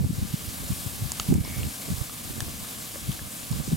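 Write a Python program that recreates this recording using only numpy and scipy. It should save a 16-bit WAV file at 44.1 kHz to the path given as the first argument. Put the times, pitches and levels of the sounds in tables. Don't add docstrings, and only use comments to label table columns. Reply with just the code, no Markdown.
import sys
import numpy as np
from scipy import signal
from scipy.fft import rfft, irfft
from scipy.io import wavfile
from scipy.ndimage import uniform_filter1d, minimum_filter1d

SR = 44100
rng = np.random.default_rng(int(sys.argv[2]) if len(sys.argv) > 2 else 0)


def store_wav(level_fs):
    pcm = np.round(np.clip(np.atleast_2d(level_fs), -1, 1) * 32767)
    wavfile.write(sys.argv[1], SR, pcm.T.astype(np.int16))


def level_to_linear(level):
    exponent = np.asarray(level, float) / 20
    return 10 ** exponent


N = 165816
MIC_TOP_HZ = 15900

# time_s, level_db
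HISS_LEVEL = [(0.0, -42.5), (0.49, -38), (3.76, -39.5)]
# freq_hz, density_db_per_hz
HISS_MID = [(250, -15), (420, -4), (453, -1), (747, -1), (883, -5), (1180, -0.5), (1370, -6.5), (1720, -3),
            (1880, -7.5), (2160, -3), (2510, -4), (3250, -1.5), (6240, -2.5), (7260, -0.5), (10900, 0),
            (14600, -4), (15700, -5.5)]
# freq_hz, density_db_per_hz
HISS_SIDE = [(250, -33), (420, 3), (519, 1), (924, 1.5), (1140, 0), (1350, -1), (2000, -3.5), (6630, -10),
             (8580, -7.5), (15000, -12.5), (15700, -6.5)]
# freq_hz, share_ratio
OUT_OF_STEP = [(300, 0), (520, .6), (1900, 0.56), (3000, 0.27)]
# freq_hz, density_db_per_hz
ROAR_SPECTRUM = [(60, -11), (130, 2.5), (250, 2.5), (320, -2), (400, -19), (600, -36)]
# centre_s, length_s, level_db, pitch_hz
BUFFETS = [
    [(0.007, 0.0091, -12.5, 127), (0.025, 0.054, -34, 136.2), (0.048, 0.004, -13.5, 127),
     (0.065, 0.013, -18, 170), (0.104, 0.013, -14, 175), (0.144, 0.014, -29, 89), (0.185, 0.018, -19, 101),
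     (0.22, 0.0065, -16.5, 150), (0.231, 0.0095, -16, 123), (0.253, 0.014, -24, 188),
     (0.345, 0.0087, -17.5, 113), (0.721, 0.027, -18.5, 124), (0.869, 0.017, -20.5, 128),
     (1.036, 0.04, -23, 99.6), (1.062, 0.015, -20.5, 119), (1.289, 0.013, -21, 130),
     (1.311, 0.025, -13, 191), (1.327, 0.011, -13.5, 280), (1.357, 0.01, -7, 162),
     (1.385, 0.011, -11.5, 151), (1.414, 0.012, -18, 147), (1.448, 0.0082, -22.5, 126),
     (1.606, 0.067, -33.5, 138), (1.637, 0.017, -25, 92.5), (1.889, 0.019, -33, 152),
     (1.922, 0.019, -18.5, 166), (2.426, 0.01, -20.5, 90), (3.097, 0.023, -18, 133),
     (3.53, 0.027, -21, 122), (3.562, 0.023, -34, 120), (3.607, 0.011, -34, 180),
     (3.679, 0.0063, -22.5, 230), (3.719, 0.0078, -22.5, 266), (3.733, 0.011, -10.5, 148)],
    [(0.012, 0.04, -14.5, 133), (0.046, 0.012, -10, 128), (0.102, 0.023, -22, 165),
     (0.13, 0.0081, -19, 120), (0.228, 0.0042, -12, 172), (0.341, 0.0075, -13, 136),
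     (0.484, 0.017, -24.5, 114), (0.634, 0.025, -36, 107.5), (0.705, 0.013, -16.5, 146),
     (0.863, 0.015, -32.5, 118), (1.025, 0.015, -19, 110), (1.264, 0.017, -32, 90.5),
     (1.291, 0.009, -11.5, 130), (1.311, 0.012, -10, 153), (1.327, 0.0071, -4, 232),
     (1.345, 0.013, -9.5, 128), (1.361, 0.016, -11.5, 168), (1.385, 0.026, -18, 188),
     (1.408, 0.013, -11.5, 110), (1.44, 0.039, -33, 124), (1.479, 0.012, -29.5, 109),
     (1.585, 0.037, -23.5, 121.7), (1.657, 0.03, -23.5, 134), (1.887, 0.012, -31, 166),
     (1.905, 0.0081, -17, 143), (1.922, 0.014, -24.5, 91), (1.942, 0.011, -19, 87.0),
     (1.961, 0.071, -35.5, 82), (1.986, 0.014, -26.5, 77), (2.015, 0.014, -17, 110),
     (2.308, 0.015, -27.5, 96), (2.383, 0.046, -30.5, 89), (2.483, 0.013, -30, 140),
     (3.093, 0.014, -19.5, 123), (3.514, 0.013, -15.5, 129), (3.558, 0.025, -24.5, 141),
     (3.601, 0.025, -19, 145), (3.636, 0.015, -41, 114), (3.689, 0.014, -21.5, 143),
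     (3.739, 0.032, -16, 158)],
]
# time_s, level_db
BREEZE = [(0, -40), (.3, -42), (.55, -44), (.95, -45), (1.2, -46), (1.45, -40.5), (1.68, -36), (1.76, -61),
          (1.86, -46), (2.0, -48), (2.07, -49.5), (2.2, -47.5), (2.5, -39.5), (2.7, -50), (2.98, -49.5),
          (3.05, -41), (3.2, -46.5), (3.42, -49), (3.52, -41), (3.76, -38)]
# freq_hz, density_db_per_hz
BREEZE_SPECTRUM = [(12, -27), (20, -2), (81, 10.5), (189, 1), (309, -4.5), (386, -11), (700, -26),
                   (910, -56.5), (1540, -120)]
# start_s, crack_db, crack_centre_hz, lowest_ring_hz, ring_db
POPS = [(1.1190, -13, 7000, 1015, -35.5), (1.1984, -12.5, 3470, 1295, -23.5),
        (1.3405, -20, 7040, 2520, -29), (1.4495, -39, 2570, 1000, -34.5), (1.480, -33, 2400, 2370, -47),
        (1.588, -39, 1500, 1530, -39), (1.6322, -31, 2700, 2880, -28), (2.096, -35, 2000, 1220, -34.5),
        (2.4050, -16.5, 4440, 1750, -26.5), (2.647, -43, 1200, 1210, -43), (2.9572, -34.5, 820, 563, -34),
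        (3.1178, -27, 3330, 1170, -42), (3.193, -43, 700, 1700, -33), (3.515, -24.5, 6500, 6500, -43),
        (3.527, -31, 4400, 1030, -37)]
# multiple_of_lowest_ring_ratio, trim_db
SPLINTER_MODES = [(1, 2), (2.8, -7), (5.2, 5.5)]


def in_time(rows):
    return np.interp(np.arange(N) / SR, *np.transpose(rows))


def rms_one(x):
    return x / np.sqrt(np.mean(x ** 2) + 1e-20)


def drift(corner_hz):
    step, settle = 40, 2000
    pole = np.exp(-2 * np.pi * corner_hz * step / SR)
    noise = rng.standard_normal(N // step + 2 + settle)
    slow = signal.lfilter([1], [1, -2 * pole, pole * pole], noise)[settle:]
    return np.interp(np.arange(N) / step, np.arange(len(slow)), rms_one(slow))


def coloured(spectrum, patchy_db, patch_hz, count, white=None):
    freq_hz, density_db = np.transpose(spectrum)
    log_hz = np.log(np.maximum(np.arange(N // 2 + 1) * SR / N, 1))
    if white is None:
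        white = rfft(rng.standard_normal(N))
    noise = white * level_to_linear(np.interp(log_hz, np.log(freq_hz), density_db))
    centres = np.linspace(np.log(freq_hz[1]), np.log(freq_hz[-1]), count)
    total = np.zeros(N)
    for row in np.eye(count):
        share = np.interp(log_hz, centres, row)
        total += irfft(noise * share, N) * level_to_linear(patchy_db * drift(patch_hz))
    return rms_one(total)


def ring(clicks, freq_hz, t60_s):
    pole, turn = level_to_linear(-60 / (t60_s * SR)), 2 * np.pi * freq_hz / SR
    return signal.lfilter([0, np.sin(turn)], [1, -2 * pole * np.cos(turn), pole * pole], clicks + 1e-18)


def hiss():
    mid_db, side_db = 0.56, -4.5
    common, own = rfft(rng.standard_normal((2, N)))
    link = np.clip(np.interp(np.arange(N // 2 + 1) * SR / N, *np.transpose(OUT_OF_STEP)), 0, 1)
    opposite = np.sqrt(1 - link ** 2) * own - 1j * link * common
    mid = level_to_linear(mid_db) * coloured(HISS_MID, patchy_db=0.8, patch_hz=6.8, count=12, white=common)
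    side = level_to_linear(side_db) * coloured(HISS_SIDE, patchy_db=1.5, patch_hz=10, count=6, white=opposite)
    flicker_db = 0.5 * drift(4.7) + 0.69 * drift(45)
    return level_to_linear(in_time(HISS_LEVEL) + flicker_db) * (mid + side * [[1], [-1]])


def roar():
    return level_to_linear(-46.5) * coloured(ROAR_SPECTRUM, patchy_db=0, patch_hz=5.5, count=3)


def buffets(rows):
    stretch, wobble_rad, trim_db = 0.41, 0.88, 0.5
    edge_base, edge_per_db = 0.16, -0.25
    spray_db, spray_per_db = -27, 0.9
    out, t = np.zeros(N + 2 * SR), np.arange(-4000, 4000) / SR
    low_cut = signal.butter(2, 220, "high", fs=SR, output="sos")
    high_cut = signal.butter(3, 414, fs=SR, output="sos")
    spray = rms_one(signal.sosfilt(np.r_[low_cut, high_cut], rng.standard_normal(len(out))))
    for centre_s, length_s, level_db, pitch_hz in rows:
        start, bend, pace, skew = rng.random(4)
        bend_cycles = bend + pitch_hz * t * (0.33 + 0.28 * pace)
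        phase = 2 * np.pi * (start + pitch_hz * t) + wobble_rad * np.sin(2 * np.pi * bend_cycles)
        edge = np.clip(edge_base + edge_per_db * (level_db + 24.5), 0, 0.6)
        swing = sum(edge ** k * np.sin((k + 1) * phase + 2 * np.pi * skew * k) for k in range(5))
        i = int(centre_s * SR) + SR - len(t) // 2
        strength_db = level_db + 15 + 20 * np.log10(pitch_hz / 150)
        swing = swing + level_to_linear(spray_db + spray_per_db * strength_db) * spray[i:i + len(t)]
        bell = np.exp(-0.5 * (t / (stretch * length_s)) ** 2)
        out[i:i + len(t)] += level_to_linear(level_db + trim_db) * swing * bell
    return out[SR:SR + N]


def wind():
    trim_db, lumps_db, lumps_hz = 3, 2.5, 10.6
    ports = []
    for rows in BUFFETS:
        level_db = in_time(BREEZE) + trim_db + lumps_db * drift(lumps_hz)
        noise = coloured(BREEZE_SPECTRUM, patchy_db=4.0, patch_hz=15.5, count=4)
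        ports.append(buffets(rows) + level_to_linear(level_db) * noise)
    return np.array(ports)


def ticks():
    ticks_per_s, floor_db, spread_db, t60_cycles = 41, -42, 2, 4.5
    size_db = floor_db + spread_db * np.minimum(rng.exponential(1, N), 3)
    clicks = level_to_linear(size_db) * rng.choice([-1, 1], N) * (rng.random(N) < ticks_per_s / SR)
    dealt = rng.integers(0, 12, N)
    pitches_hz = np.geomspace(600, 9000, 12)
    return sum(ring(clicks * (dealt == k), hz, t60_cycles / hz) for k, hz in enumerate(pitches_hz))


def pops():
    snap_low_hz, snap_reach_ratio, snap_db = 150, 3.1, -3.5
    click_share, volley_db, volley_t60_s = 0.37, -2, 0.011
    band_ratio, first_click, side_db = 1.4, 3.2, -6
    ring_cycles = 21
    out, t = np.zeros((2, N + SR)), np.arange(2000) / SR
    click = 1. * (t == 0)
    for start_s, crack_db, centre_hz, ring_hz, ring_db in POPS:
        chance = rng.random((4, len(t)))
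        signs, present = np.sign(chance[:2] - 0.5), chance[2:] < click_share
        volley = signs * present * level_to_linear(volley_db - 60 * t / volley_t60_s)
        volley[0, 0] = first_click
        top_hz = min(snap_reach_ratio * centre_hz, MIC_TOP_HZ)
        snap_band = signal.butter(2, [snap_low_hz, top_hz], "band", fs=SR, output="sos")
        snap = signal.sosfilt(snap_band, click)
        edges_hz = [centre_hz / band_ratio, centre_hz * band_ratio]
        mid, side = signal.sosfilt(signal.butter(2, edges_hz, "band", fs=SR, output="sos"), volley)
        crack = level_to_linear(snap_db) * snap + mid + level_to_linear(side_db) * side * [[1], [-1]]
        rings = np.zeros(len(t))
        for k, mode_db in SPLINTER_MODES:
            if ring_hz * k < top_hz:
                rings += level_to_linear(ring_db + mode_db) * ring(click, ring_hz * k, ring_cycles / ring_hz / np.sqrt(k))
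        i = int(start_s * SR)
        out[:, i:i + len(t)] += crack * level_to_linear(crack_db) * SR / (2 * top_hz) + rings
    return out[:, :N]


def sap():
    from_s, to_s = 1.32, 1.68
    swell = np.sin(np.pi * np.clip((np.arange(N) / SR - from_s) / (to_s - from_s), 0, 1))
    sizzle = rms_one(ring(rng.standard_normal(N), freq_hz=2220, t60_s=0.013))
    return level_to_linear(-48 + 0.98 * drift(33)) * swell * sizzle


def scene():
    balance_db = np.array([[0.5], [-0.5]])
    return hiss() * level_to_linear(balance_db) + roar() + wind() + ticks() + pops() + sap()


def band_limit(x):
    return signal.sosfilt(signal.butter(12, 15880, fs=SR, output="sos"), x)


def record(dry):
    threshold_db, duck_share = -17, 0.45
    sense_s, hold_s, glide_s = 0.0047, 0.072, 0.0033
    initial_duck_db = 2.5
    dry = signal.sosfilt(signal.butter(2, 31.7, "high", fs=SR, output="sos"), dry)
    dry = signal.sosfilt(signal.ellip(12, 0.3, 60, MIC_TOP_HZ, fs=SR, output="sos"), dry)
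    power = uniform_filter1d(dry ** 2, max(int(sense_s * SR), 1), axis=1).max(axis=0)
    duck_db = duck_share * np.maximum(10 * np.log10(power + 1e-12) - threshold_db, 0)
    hold = int(hold_s * SR) // 2 * 2 + 1
    padded_db = np.r_[np.full(hold, initial_duck_db), duck_db]
    first = hold // 2 + 1
    held_db = -minimum_filter1d(-padded_db, hold)[first:first + N]
    pole = np.exp(-1 / (glide_s * SR))
    smooth_db = signal.lfilter([1 - pole], [1, -pole], held_db - held_db[0]) + held_db[0]
    return band_limit(dry * level_to_linear(-smooth_db))


dry = scene()
out = record(dry)
store_wav(out)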